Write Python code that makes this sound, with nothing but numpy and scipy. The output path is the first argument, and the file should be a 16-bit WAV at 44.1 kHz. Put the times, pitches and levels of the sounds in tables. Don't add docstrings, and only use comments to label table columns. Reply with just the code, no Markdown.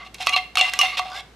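import sys
import numpy as np
from scipy import signal
from scipy.fft import rfft, irfft
from scipy.io import wavfile
from scipy.ndimage import uniform_filter1d, minimum_filter1d

SR = 44100
rng = np.random.default_rng(int(sys.argv[2]) if len(sys.argv) > 2 else 0)


def rack_gain(trim_db):
    fader = np.asarray(trim_db, float)
    return 10 ** (fader / 20)


def store_pcm(level_fs):
    pcm = np.round(np.clip(level_fs, -1, 1) * 32767).astype(np.int16)
    wavfile.write(sys.argv[1], SR, np.atleast_2d(pcm).T)


N = 59535

# (frequency [Hz], density [dB])
HISS_SPECTRUM = [(15, -33), (25, -63), (97, -0.5), (349, -4.5), (2090, -12.5), (2820, -17), (3320, -14.5),
                 (14400, -35), (16500, -55)]
# (frequency [Hz], likeness [0-1])
HISS_LIKENESS = [(60, 0.91), (150, 0.92), (1000, 0.72), (15000, 0.13)]
# (frequency [Hz], level [dB])
HUM_PARTIALS = [(56.5, -55), (113, -74.5)]

# (frequency [Hz], level [dB], t60 [s])
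BODY_MODES = [(740, -0.5, 0.17)]
WALL_MODES = [(1137.2, -0.5, 0.071), (1288, -11, 0.032)]
RIM_MODES = [(2076, -12, 0.1), (2198, -4.5, 0.033), (2500, -6, 0.025), (2704, -2.5, 0.054),
             (2790, -6, 0.085), (2857, -9, 0.088), (3223, -8, 0.067), (3460, -7, 0.031), (3750, -4, 0.023),
             (4133, -7.5, 0.044), (4340, -7, 0.021)]
SPOON_MODES = [(1600, -14, .03), (5152, -4, .025), (5602, -5, .025), (6502, -8, .025), (7802, -14, .025),
               (9902, -18, .015)]

# (start [s], length [s], pressure [dB], low ring [dB], grit [dB])
STROKE_EVENTS = [(0, 0.043, -47.5, 8.5, -5), (0.042, 0.038, -48.5, 1, 3.5), (0.138, 0.021, -42, -27, 4),
                 (0.177, 0.032, -49, -5, 7), (0.201, 0.036, -35.5, -15, 8.5),
                 (0.233, 0.036, -43.5, -16, 7.5), (0.267, 0.033, -26, -5, -32), (0.318, 0.031, -30, -8, 1),
                 (0.359, 0.028, -26.5, -5, 2), (0.552, 0.01, -28.5, -20, 7), (0.574, 0.04, -34, -12, 1),
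                 (0.61, 0.09, -31, -4, 1), (0.712, 0.15, -39, -3, 2.5), (0.803, 0.024, -33, -3, 2),
                 (0.828, 0.047, -31, 0, -3), (0.87, 0.095, -35, -2.5, -11), (0.966, 0.035, -26, -21, 3.5),
                 (0.991, 0.087, -62, -6, -16), (1.046, 0.053, -46, 8, 4.5), (1.095, 0.049, -49, 14, 7),
                 (1.138, 0.072, -45.5, 5.5, 9)]
# (frequency [Hz], level [dB])
GRIT_SPECTRUM = [(350, -30), (740, -4), (1150, -5), (1600, -15), (2700, -1), (4100, -2), (8000, -13),
                 (15500, -30)]
# (start [s], length [s], from [Hz], to [Hz])
SLIDE_NOTES = [(.573, .034, 2650, 2230), (.582, .026, 2980, 2790), (.618, .05, 2040, 2070),
               (.576, .04, 740, 740), (.612, .045, 739, 740), (.68, .022, 2080, 2080),
               (.625, .075, 2760, 2740), (.578, .016, 4700, 5200), (.592, .018, 4420, 4250),
               (.593, .012, 1150, 1140), (.625, .025, 3560, 3540), (.816, .05, 2090, 2100),
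               (.87, .07, 2150, 2150), (.815, .045, 740, 740), (.828, .042, 2790, 2730),
               (.878, .03, 2780, 2700), (.83, .06, 3600, 3620), (.918, .02, 1140, 1140),
               (.318, .03, 2720, 2860), (.324, .021, 2240, 2300), (.333, .016, 4020, 4120),
               (.316, .042, 1140, 1150), (.272, .04, 740, 740), (.274, .028, 1950, 2040),
               (.276, .024, 2400, 2460), (.366, .028, 2050, 2100), (.362, .028, 736, 736),
               (0, .04, 2070, 2070), (1.0, .04, 2060, 2060), (.97, .028, 2700, 2700),
               (1.11, .08, 1400, 1700), (1.14, .072, 1950, 2250), (1.15, .035, 3600, 3540),
               (1.19, .022, 3300, 3400), (1.11, .06, 4650, 5200), (1.1, .06, 1130, 1140),
               (1.045, .025, 738, 738)]
SLIDE_LEVELS = [-21.5, -13.5, -26, -30.5, -25, -34.5, -31, -40, -24.5, -22.5, -31, -27.5, -35.5, -28.5, -27,
                -28, -34, -33, -17.5, -23, -22, -25.5, -30, -29, -24.5, -28, -44, -42, -38.5, -29.5, -43.5,
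                -43, -37, -37.5, -45, -44, -30]

# (frequency [Hz], t60 [s])
ROOM_DECAY = [(400, 0.26), (1000, 0.33), (2500, 0.35), (6000, 0.32), (12000, 0.44)]
# (frequency [Hz], likeness [0-1])
ROOM_LIKENESS = [(500, 0.9), (1500, 0.95), (3000, 0.65), (10000, 0.58)]

# (time [s], level [dB], body ring [dB], wall ring [dB], crack [dB])
KNOCK_EVENTS = [(0.0634, -29.5, -6, -21, -34), (0.1441, -30.5, -17, -20, 2), (0.2024, -26, -2, -22, -20),
                (0.2142, -29, -11, -19, -22), (0.2228, -30.5, -28, -11, -0.5),
                (0.2641, -35.5, -20, -21, 9.5), (0.2698, -7, -13.5, -5, -10),
                (0.2933, -11.5, -19, -5, -9.5), (0.3339, -16.5, -29, -25, -11.5),
                (0.3626, -2.5, -13, -15.5, -18.5), (0.555, -17, -7.5, -23, -4.5),
                (0.5716, -2, -40, -16.5, -16.5), (0.5791, -8.5, -17, -23, -17), (0.5837, -12, -33, -14, -9),
                (0.5925, -11, -28, -3, -8.5), (0.6115, -1, -8.5, -25, -13.5), (0.6965, -22.5, -39, -29, -9),
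                (0.736, -14, -15, -20, -3.5), (0.79, -4.5, -22, -10, -2), (0.814, -4, -27.5, -20, -8.5),
                (0.8324, -10, -6, -34, -30), (0.9497, -27, -12, -11, -32), (0.9946, -18, 2, 6.5, -11)]
# (frequency [Hz], level [dB])
CRACK_SPECTRUM = [(500, -30), (1200, -10), (1650, -18), (2800, -4), (5000, 0), (9000, -5), (15500, -17)]
# (time [s], frequency [Hz], level [dB], t60 [s])
SPOT_NOTES = [(.2698, 2626, -11.5, 0.039), (.2698, 1250, -10.5, 0.024), (.2698, 4375, -22, 0.074),
              (.2933, 3400, -24, .025), (0.3633, 2710, -15, 0.062), (0.3613, 4210, -17, 0.037),
              (0.3629, 3200, -20, 0.095), (.555, 2270, -17, 0.015), (.555, 3750, -21, 0.033),
              (0.5717, 2727, -7.5, 0.034), (0.5717, 4370, -14, 0.023), (0.5714, 1250, -12.5, 0.022),
              (0.5786, 2720, -13.5, 0.027), (0.5927, 2870, -17, 0.026), (0.6117, 2767, -2.5, 0.046),
              (.6115, 3545, -8.5, 0.032), (0.6123, 4250, -9.5, 0.02), (.736, 1965, -19.5, 0.042),
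              (.736, 1650, -24, 0.029), (.79, 2896, -7.5, 0.073), (.79, 1171, -11, 0.069),
              (.79, 2350, -15, 0.033), (0.813, 2804, -3, 0.049), (.814, 2100, -18, 0.11),
              (.814, 3480, -17.5, 0.027)]
# (time [s], level [dB])
RIDGE_TICKS = [(1.0478, -37), (1.0997, -35), (1.118, -33), (1.1325, -34), (1.1431, -35), (1.1545, -28),
               (1.1655, -30), (1.176, -28.5), (1.186, -29), (1.197, -36), (1.207, -31.5), (.9784, -28),
               (.9819, -27), (.588, -22), (.678, -29)]
# (frequency [Hz], level [dB], t60 [s])
TICK_MODES = [(771, -4.5, 0.045), (1570, -18, .02), (2160, -8, 0.01), (3570, -3.5, 0.026),
              (4970, -4, 0.0091), (6950, -18.5, 0.025)]

HISS_DB, ROOM_DB, PORT_DB, LEFT_DB = -51.5, -9.5, -14, -1.3
STROKE_RISE_S, STROKE_FALL_S = 0.007, 0.012
GRAINS_PER_S, GRAIN_DB = 3000, 3.2
RING_WIDTH, DAMPING = 2.8, 0.8
SLIDE_WIDTH = 0.026
PURE_FROM_DB, PURE_SPAN_DB = -58, 36
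KNOCK_DB, RIM_KNOCK_DB, SPOON_DB = -9, -3.5, 4
SPREAD_DB, DETUNE = 2.5, 0.005
CRACK_T60_S = 0.011
LOW_CUT_HZ, TOP_HZ, EDGE_HZ = 525, 14800, 16750
CEILING = 0.93


def evened(x):
    return x / np.sqrt(np.mean(x ** 2) + 1e-20)


def read(points, hz):
    f, value = np.transpose(points)
    return np.interp(np.log(hz + 1), np.log(f + 1), value)


def colour(x, spectrum):
    gain = rack_gain(read(spectrum, np.fft.rfftfreq(len(x), 1 / SR)))
    return evened(irfft(rfft(x) * gain, len(x)))


def highpassed(x, order, hz):
    return signal.sosfilt(signal.butter(order, hz, "high", fs=SR, output="sos"), x)


def kitchen():
    hz = np.fft.rfftfreq(N, 1 / SR)
    a, b = rfft(rng.standard_normal((2, N)))
    same = np.clip(read(HISS_LIKENESS, hz), -1, 1)
    pair = np.array([a, same * a + np.sqrt(1 - same ** 2) * b])
    hiss = evened(irfft(pair * rack_gain(read(HISS_SPECTRUM, hz)), N))
    t = np.arange(N) / SR
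    hum = np.zeros(N)
    for f, db in HUM_PARTIALS:
        waver_db = 1.5 * np.sin(2 * np.pi * (6.65 * t + rng.random()))
        hum += np.sqrt(2) * rack_gain(db + waver_db) * np.sin(2 * np.pi * f * t)
    return rack_gain(HISS_DB) * hiss + hum


def resonate(x, hz, width):
    turn = np.exp(2j * np.pi * np.cumsum(hz * np.ones(len(x))) / SR)
    r = np.exp(-np.pi * width / SR)
    ringing = turn * signal.lfilter([1], [1, -r], x / turn)
    return np.sqrt(2 * (1 - r * r)) * ringing.real


def stroke_pressure(start, length):
    t = np.arange(N) / SR - start
    rise = t / STROKE_RISE_S + (start <= 0.001)
    fall = (length - t) / STROKE_FALL_S + 0.5
    return np.clip(np.minimum(rise, fall), 0, 1) ** 2


def grains():
    size = rack_gain(GRAIN_DB * np.minimum(rng.exponential(1, N), 5))
    size = size * (rng.random(N) < GRAINS_PER_S / SR)
    return evened(size * rng.choice([-1., 1.], N) + 0.5 * rng.standard_normal(N))


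def singing_wall(slips):
    out = np.zeros(N)
    for (start, length, from_hz, to_hz), db in zip(SLIDE_NOTES, SLIDE_LEVELS):
        span = slice(int(start * SR), int(start * SR) + 9000)
        t = np.arange(N)[span] / SR
        hz = np.interp(t, [start, start + length], [from_hz, to_hz])
        width = SLIDE_WIDTH * from_hz * np.sqrt(min(from_hz / 2000, 1))
        pure = np.clip((db - PURE_FROM_DB) / PURE_SPAN_DB, 0, 0.93)
        push = pure * np.sqrt(2 * np.pi * width / SR) * np.sin(2 * np.pi * np.cumsum(hz) / SR)
        rough = np.sqrt(1 - pure ** 2) * np.roll(slips, int(from_hz) * 7)[span]
        out[span] += rack_gain(db) * resonate(stroke_pressure(start, length)[span] * (push + rough), hz, width)
    return out


def scrape():
    low, high, grit = np.zeros((3, N))
    for start, length, db, low_db, grit_db in STROKE_EVENTS:
        pressure = stroke_pressure(start, length)
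        high += rack_gain(db) * pressure
        low += rack_gain(db + low_db) * pressure
        grit += rack_gain(db + grit_db) * pressure
    slips = grains()
    rubbed = np.zeros(N)
    groups = ((low, BODY_MODES, -11), (low, WALL_MODES, -6), (high, RIM_MODES, -5), (grit, SPOON_MODES[:4], -14))
    for drive, modes, db in groups:
        for hz, mode_db, t60 in modes:
            rub = drive * (slips + grains()) / np.sqrt(2)
            rubbed += rack_gain(db + mode_db) * resonate(rub, hz, RING_WIDTH / (t60 * DAMPING))
    soften = signal.butter(2, 6000, fs=SR, output="sos")
    ringing = signal.sosfilt(soften, rubbed + singing_wall(slips))
    return ringing + rack_gain(-5) * grit * colour(slips, GRIT_SPECTRUM)


def room(x):
    taps = np.zeros((3, SR // 2))
    at = np.arange(200, SR // 2 - 20, 20)
    at = at + rng.integers(0, 20, (3, len(at)))
    np.put_along_axis(taps, at, rng.choice([-1., 1.], at.shape), 1)
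    hz, t, z = signal.stft(taps, SR, nperseg=256)
    same = np.clip(read(ROOM_LIKENESS, hz), 0, 1)[:, None]
    z = same * z[2] + np.sqrt(1 - same ** 2) * z[:2]
    decay = rack_gain(-60 * t / read(ROOM_DECAY, hz)[:, None])
    tail = signal.istft(z * decay, SR, nperseg=256)[1]
    return signal.fftconvolve(x[None], tail / np.linalg.norm(tail[0]), axes=1)[:, :N]


def knocks():
    modes = np.array(BODY_MODES + WALL_MODES + RIM_MODES + SPOON_MODES)
    mode_hz, mode_db, t60 = modes.T[:, :, None]
    luck = rng.standard_normal((len(KNOCK_EVENTS), 2, len(modes), 1))
    snap = colour(rng.standard_normal(N), CRACK_SPECTRUM)
    out = np.zeros(N)
    for (s, db, body_db, wall_db, crack_db), (level_luck, pitch_luck) in zip(KNOCK_EVENTS, luck):
        at = int(s * SR)
        span = slice(at, min(at + 9000, N))
        t = np.maximum(np.arange(N)[span] / SR - s, 0)
        group_db = np.repeat([body_db + 5, wall_db + 5, RIM_KNOCK_DB, crack_db + SPOON_DB],
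                             [len(BODY_MODES), len(WALL_MODES), len(RIM_MODES), len(SPOON_MODES)])
        level = db + KNOCK_DB + group_db[:, None] + mode_db + SPREAD_DB * level_luck - 60 * t / t60
        wave = np.sin(2 * np.pi * mode_hz * (1 + DETUNE * pitch_luck) * t)
        ringing = (rack_gain(level) * np.sign(pitch_luck) * wave).sum(0)
        out[span] += np.minimum(t / 0.00031, 1) * ringing
        crack = rack_gain(db + crack_db - 60 * t / CRACK_T60_S) * snap[span]
        out[span] += np.minimum(t / 0.00024, 1) * crack
    return out


def ring(s, hz, db, t60):
    t = np.maximum(np.arange(N) / SR - s, 0)
    return rack_gain(db - 60 * t / t60) * np.sin(2 * np.pi * hz * t)


def struck_spots():
    return sum(ring(*note) for note in SPOT_NOTES)


def ridge_ticks():
    snap = colour(rng.standard_normal(N), CRACK_SPECTRUM)
    snap_decay_db = -60 * np.arange(400) / SR / 0.01
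    trips, snaps = np.zeros((2, N))
    for s, db in RIDGE_TICKS:
        span = slice(int(s * SR), int(s * SR) + 400)
        trips[span.start] = rack_gain(db)
        snaps[span] += rack_gain(db - 13.5 + snap_decay_db) * snap[span]
    tick = sum(ring(0, *mode) for mode in TICK_MODES)[:3000]
    return snaps + signal.oaconvolve(trips, tick)[:N]


def port_difference(can):
    skew = rng.standard_normal(60) * rack_gain(-np.arange(60) / 2)
    smeared = np.convolve(can, skew / np.linalg.norm(skew))[:N]
    side = rack_gain(PORT_DB) * highpassed(smeared, 2, 4500)
    return np.array([side, -side])


def scene():
    background = kitchen()
    can = highpassed(scrape() + knocks() + struck_spots() + ridge_ticks(), 4, LOW_CUT_HZ)
    heard = can + port_difference(can) + rack_gain(ROOM_DB) * room(can)
    balance = rack_gain(np.array([[LEFT_DB / 2], [-LEFT_DB / 2]]))
    return heard * balance + background


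def band_limit(x):
    return signal.sosfilt(signal.butter(12, 16670, fs=SR, output="sos"), x)


def record(dry):
    gain = np.minimum(CEILING / (abs(dry).max(0) + 1e-9), 1)
    limited = dry * uniform_filter1d(minimum_filter1d(gain, size=400), size=400)
    roll_off = signal.firwin(31, TOP_HZ, fs=SR)
    band_edge = signal.firwin(255, EDGE_HZ, fs=SR)
    mix = signal.oaconvolve(limited, np.convolve(roll_off, band_edge)[None], "same")
    return band_limit(mix)


dry = scene()
out = record(dry)
store_pcm(out)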